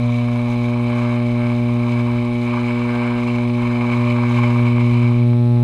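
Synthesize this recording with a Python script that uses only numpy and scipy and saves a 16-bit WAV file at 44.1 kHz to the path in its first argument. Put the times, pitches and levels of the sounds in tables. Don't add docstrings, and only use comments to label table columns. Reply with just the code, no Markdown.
import sys
import numpy as np
from scipy import signal
from scipy.fft import rfft, irfft, next_fast_len
from scipy.io import wavfile
from scipy.ndimage import uniform_filter1d

SR = 44100
rng = np.random.default_rng(int(sys.argv[2]) if len(sys.argv) > 2 else 0)


def wav_out(sig):
    wavfile.write(sys.argv[1], SR, np.round(np.clip(np.atleast_2d(sig).T, -1, 1) * 32767).astype(np.int16))


N = 248283
TIME = np.arange(N) / SR


def from_db(db):
    return 10 ** (np.asarray(db) / 20)


def unit_power(x):
    return x / np.sqrt(np.mean(x ** 2) + 1e-20)


def even_power(x):
    return x / np.sqrt(np.abs(uniform_filter1d(x ** 2, size=2600)) + 1e-12)


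def curves(rows):
    times, *columns = np.transpose(rows)
    return [np.interp(TIME, times, column) for column in columns]


def drift(rate_hz):
    hop, warm_up = 40, 2000
    pole = np.exp(-2 * np.pi * rate_hz * hop / SR)
    noise = rng.standard_normal(N // hop + warm_up + 2)
    slow = signal.lfilter([1], [1, -2 * pole, pole * pole], noise)[warm_up:]
    return np.interp(np.arange(N) / hop, np.arange(len(slow)), unit_power(slow))


def colour(x, spectrum):
    hz, db = np.transpose(spectrum)
    size = next_fast_len(N + SR // 2)
    bins_hz = np.maximum(np.fft.rfftfreq(size, 1 / SR), 1)
    gain = from_db(np.interp(np.log(bins_hz), np.log(hz), db))
    return unit_power(irfft(rfft(x, size) * gain, size)[:N])


def cushion(force, cutoff_hz):
    return signal.sosfilt(signal.butter(2, cutoff_hz, fs=SR, output="sos"), force)


def ring(force, modes):
    out = 0
    for k, (hz, width_hz, db) in enumerate(modes):
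        radius = np.exp(-np.pi * width_hz / SR)
        poles = [1, -2 * radius * np.cos(2 * np.pi * hz / SR), radius ** 2]
        gain = (-1) ** k * from_db(db) * (1 - radius ** 2) / 2
        out += gain * signal.lfilter([1, 0, -1], poles, force + 1e-18)
    return out


def sweeps(angle, lead, sharpness, return_db):
    coming_back = (1 - np.cos(angle + lead)) / 2
    crossings = np.exp(sharpness * (np.cos(2 * (angle + lead)) - 1))
    return crossings * from_db(return_db * coming_back)


def bathroom(direct, wet_db=-17, t60_s=0.25):
    t = TIME[:SR // 2]
    tail = rng.standard_normal(len(t)) * from_db(-60 * t / t60_s) * (t > .005)
    tail /= np.sqrt(np.sum(tail ** 2))
    return direct + from_db(wet_db) * signal.fftconvolve(direct, tail)[:N]


# (frequency [Hz], relative density [dB])
RUMBLE_SPECTRUM = [(10, -15.5), (25, 4), (45, -2.5), (80, -6), (140, -16.5), (200, -10), (300, -18),
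                   (600, -29), (1200, -52)]

def handling(level_db=-40, swell_share=.25, jostle_db=1.6):
    swell_db = curves(DRONE_LEVEL)[0] - MEAN_DRONE_DB
    gain = from_db(level_db + swell_share * swell_db + jostle_db * drift(7.6))
    return gain * colour(rng.standard_normal(N), RUMBLE_SPECTRUM)


# (frequency [Hz], relative density [dB])
RUB_SPECTRUM = [(700, -5.5), (1500, -13.5), (2400, -5), (3300, -3), (4050, 4.5), (4550, -12), (5200, -9.5),
                (6700, -19), (7900, -21), (8700, -6.5), (9700, -16.5), (10600, -32.5), (15000, -42)]

def rubbing(angle, load, level_db=-52, loaded_db=1):
    friction = rng.standard_normal(N) * sweeps(angle, lead=-.86, sharpness=1, return_db=-5)
    return from_db(level_db + loaded_db * load) * colour(friction, RUB_SPECTRUM)


# (start [s], length [s], pressure [0-1])
CHIN_PUSHES = [(0.85, 0.31, 0.68), (1.35, 0.11, .9), (2.04, .07, 0.3), (2.404, 0.38, 0.7),
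               (2.837, 0.32, 1.0), (3.247, .12, 0.4), (3.56, 0.17, 0.57), (3.836, 0.23, 0.44),
               (4.175, 0.26, 0.6), (4.557, 0.094, 0.2)]

def chin_pressure(attack_s=0.059, release_s=0.13):
    pressure = np.zeros(N)
    for start, length, strength in CHIN_PUSHES:
        rise = (TIME - start) / attack_s
        fall = 1 - (TIME - start - length) / release_s
        pressure += strength * np.clip(np.minimum(rise, fall), 0, 1)
    return pressure


def hair_snaps(bursts, per_s, size_db, clump_db):
    chance = per_s * unit_power(bursts) * from_db(clump_db * drift(30)) / SR
    sizes = from_db(size_db * np.minimum(rng.exponential(1, N), 4))
    signs = rng.choice([-1, 1], N)
    return (rng.random(N) < chance) * sizes * signs


# (frequency [Hz], relative density [dB])
SNAP_SPECTRUM = [(1500, -19.5), (3000, 7), (3900, 12.5), (4500, -5), (5100, -6.5), (6200, 1.5),
                 (8000, -8.5), (10000, -9.5), (12500, -17), (14400, -17)]

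def crackle(angle, feed_db, level_db=-52.5, knee_db=-5, ragged_db=3):
    bursts = sweeps(angle, lead=-.3, sharpness=2.1, return_db=-1)
    snaps = hair_snaps(bursts, per_s=2200, size_db=3, clump_db=1)
    filled = np.tanh(from_db(feed_db - knee_db))
    gain = filled * from_db(level_db + ragged_db * drift(5.7))
    return gain * even_power(colour(snaps, SNAP_SPECTRUM))


# (time [s], shell change [dB], steel change [dB])
THICK_TUFTS = [(0.15, -2, 3), (0.96, 0, 0), (1.92, -2, 4.5), (2.0, 4.5, 4.5), (2.1, 6.5, -0.5),
               (2.555, 6, -1.5), (2.96, 3, 0), (3.04, 2.5, 0.5), (3.285, 0.5, 5.5), (3.93, 7, 3.5),
               (4.1, 3, 5.5), (4.23, 2.5, -0.5), (4.38, 1.5, 2.5), (4.44, 2, 5), (4.68, 0.5, 2.5),
               (4.805, 4, 2.5), (4.98, -0.5, 2.5), (5.025, 1.5, 2.5)]

def tufts(half_passage_s=.022):
    return sum(np.outer([shell_db, steel_db], np.exp(-((TIME - at) / half_passage_s) ** 2))
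               for at, shell_db, steel_db in THICK_TUFTS)


# (frequency [Hz], width [Hz], relative level [dB])
SHELL_MODES = [(495, 277, -17), (837, 116, -8.5), (975, 80, -2.5), (1132, 138, -5), (1624, 180, -16)]
STEEL_MODES = [(2209, 263, -4), (2293, 168, .5), (2710, 31, -11.5), (2984, 77, -15), (4110, 260, -25.5),
               (4986, 220, -28), (6270, 110, -37.5), (7170, 1000, -39.5), (11200, 1600, -62),
               (13700, 2440, -56.5)]

def snipping(angle, feed_db, load, shell_db=-37.5, steel_db=-38, knock_db=-4.5):
    bursts = sweeps(angle, lead=.7, sharpness=1.3, return_db=-1.5)
    snaps = hair_snaps(bursts, per_s=800 + 1100 * load, size_db=2.2, clump_db=3)
    cycles = (angle + .067 * drift(40)) / (2 * np.pi) + .1117
    strokes = np.diff(np.floor(cycles), prepend=0)
    knocks = cushion(strokes * (1 + .66 * drift(50)), cutoff_hz=3500)
    shell, steel = [even_power(ring(snaps, modes)) + from_db(knock_db) * even_power(ring(knocks, modes))
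                    for modes in (SHELL_MODES, STEEL_MODES)]
    shell_tuft_db, steel_tuft_db = tufts()
    shell_gain = from_db(shell_db + 1.14 * feed_db + shell_tuft_db + 2 * drift(18))
    steel_gain = from_db(steel_db + .99 * feed_db + steel_tuft_db + drift(13))
    return shell_gain * shell - steel_gain * steel


# (time [s], peak level [dB])
SNAG_PEAKS = [(1.365, -30), (2.104, -24), (3.281, -19), (4.781, -17), (5.331, -25.5), (5.571, -30)]

def snags():
    force = np.zeros(N)
    for at, db in SNAG_PEAKS:
        force[round(at * SR)] = from_db(db)
    cushioned = cushion(force + 1e-18, cutoff_hz=3000)
    blows = ring(cushioned, SHELL_MODES) - ring(cushioned, STEEL_MODES)
    return blows * force.max() / np.abs(blows).max()


# (multiple of the stroke rate, free level [dB], change at full load [dB])
BUZZ_PARTIALS = [(4.08, -39.5, 2.5), (7.64, -50, -11.5), (9.29, -51, 12), (10.45, -55, 2.5),
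                 (11.2, -51.5, 0), (12.27, -65.5, 1.5), (13.44, -55.5, 5.5), (13.93, -61.5, 1.5),
                 (14.9, -59.5, 2.5), (17, -67.5, -3.5), (17, -60, 9.5), (18.33, -61.5, 16),
                 (20.95, -56.5, 10), (21.22, -62, 2.5), (22.67, -59.5, 6), (22.6, -68.5, -5.5),
                 (25.3, -66, 13), (27.4, -69.5, -0.5), (32.5, -64.5, 3.5), (37.3, -79, 7), (39.7, -76, 6),
                 (44.3, -81, 9)]
# (multiple of the stroke rate, change at full pressure [dB])
COMB_CHATTER = [(9, -1.5), (10, 7.5), (11, 8), (13, 13.5), (14, 9.5), (16, 5), (19, 1), (22, 0), (25, 2.5),
                (30, 0)]

def blade_buzz(angle, load, push, waver_db=2, jitter_rad=.014, lag_rad=.05, scatter_rad=.62):
    multiples, free_db, loaded_db = np.transpose(BUZZ_PARTIALS)
    shaken = angle + jitter_rad * load * drift(21)
    out = 0
    for k in [4, *range(8, 45)]:
        load_db = load * (np.interp(k, multiples, loaded_db) + waver_db * drift(.91))
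        chatter_db = push * np.interp(k, *np.transpose(COMB_CHATTER))
        level_db = np.interp(k, multiples, free_db) + load_db + chatter_db
        phase = k * shaken - lag_rad * k * k + scatter_rad * np.log(k / 4) * rng.standard_normal()
        out += from_db(level_db) * np.cos(phase)
    return np.sqrt(2) * out


# (time [s], level [dB])
DRONE_LEVEL = [(0.0, -20.5), (0.03, -18), (0.51, -21), (2.09, -19.5), (2.29, -23), (3.24, -24.5),
               (3.37, -21), (3.9, -22), (3.98, -18.5), (4.31, -18), (4.43, -16), (5.6, -13)]
MEAN_DRONE_DB = -16
# (time [s], 2nd multiple [dB], 3rd [dB])
LOW_OVERTONES = [(0.04, -21, -43.5), (0.64, -21, -33.5), (1.7, -20, -33), (2.3, -21, -31.5),
                 (4.67, -19, -30.5), (4.88, -19, -30), (5.56, -21, -30.5)]
# (time [s], 5th multiple [dB], 6th [dB], 7th [dB])
NASAL_OVERTONES = [(0.0, -35.5, -46, -48), (0.2, -36.5, -42, -57), (0.47, -37.5, -47.5, -42),
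                   (1.23, -34.5, -46.5, -45.5), (2.76, -39, -51, -43.5), (2.85, -40, -50, -53),
                   (2.89, -37.5, -45, -42), (3.45, -37, -46.5, -49), (3.62, -37, -60, -44),
                   (3.71, -39.5, -52, -55), (3.79, -36.5, -42.5, -41), (4.01, -36.5, -54, -45),
                   (4.9, -38.5, -52, -51.5), (5.6, -39.5, -49, -40)]

def armature_hum(angle, push, load, slip_rad_per_db=.15, lag_rad=.066, pushed_db=1.3, waver_db=2):
    drone_db = curves(DRONE_LEVEL)[0] + .5 * drift(13)
    slip = slip_rad_per_db * (drone_db - MEAN_DRONE_DB)
    drone = from_db(drone_db) * np.cos(angle + slip)
    low_db = [db + .07 for db in curves(LOW_OVERTONES)]
    nasal_db = [db + 2.03 + pushed_db * push + waver_db * load * drift(8.2)
                for db in curves(NASAL_OVERTONES)]
    overtones = sum(from_db(db) * np.cos(k * angle - lag_rad * k * k)
                    for k, db in zip((2, 3, 5, 6, 7), low_db + nasal_db))
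    mains_lines = from_db(-50) * np.cos(angle / 2) + from_db(-64) * np.cos(1.5 * angle)
    return np.sqrt(2) * (drone + overtones + mains_lines)


# (time [s], level [dB])
BEARD_FEED = [(0.0, -4), (0.15, -2.5), (1.1, -0.5), (1.3, -3.5), (1.5, -2.5), (1.65, -3), (2.0, -1),
              (2.35, -2.5), (2.55, 1), (3.1, -1.5), (3.5, -1), (3.85, 2), (4.5, 2), (5.08, 0.5),
              (5.22, -6.5), (5.4, -18.5)]

def scene(stroke_hz=119.982, push_feed_db=2.5, full_load_db=3.5):
    angle = 2 * np.pi * stroke_hz * TIME - .55
    push = chin_pressure()
    feed_db = curves(BEARD_FEED)[0] + push_feed_db * push
    load = np.clip(from_db(feed_db - full_load_db), 0, 1)
    cutting = snipping(angle, feed_db, load) + snags() + crackle(angle, feed_db) + rubbing(angle, load)
    motor = armature_hum(angle, push, load) + blade_buzz(angle, load, push)
    return (motor + bathroom(cutting) + handling())[None]


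def record(dry, cutoff_hz=15300):
    return signal.sosfilt(signal.ellip(12, .1, 80, cutoff_hz, fs=SR, output="sos"), dry)


dry = scene()
out = record(dry)
wav_out(out)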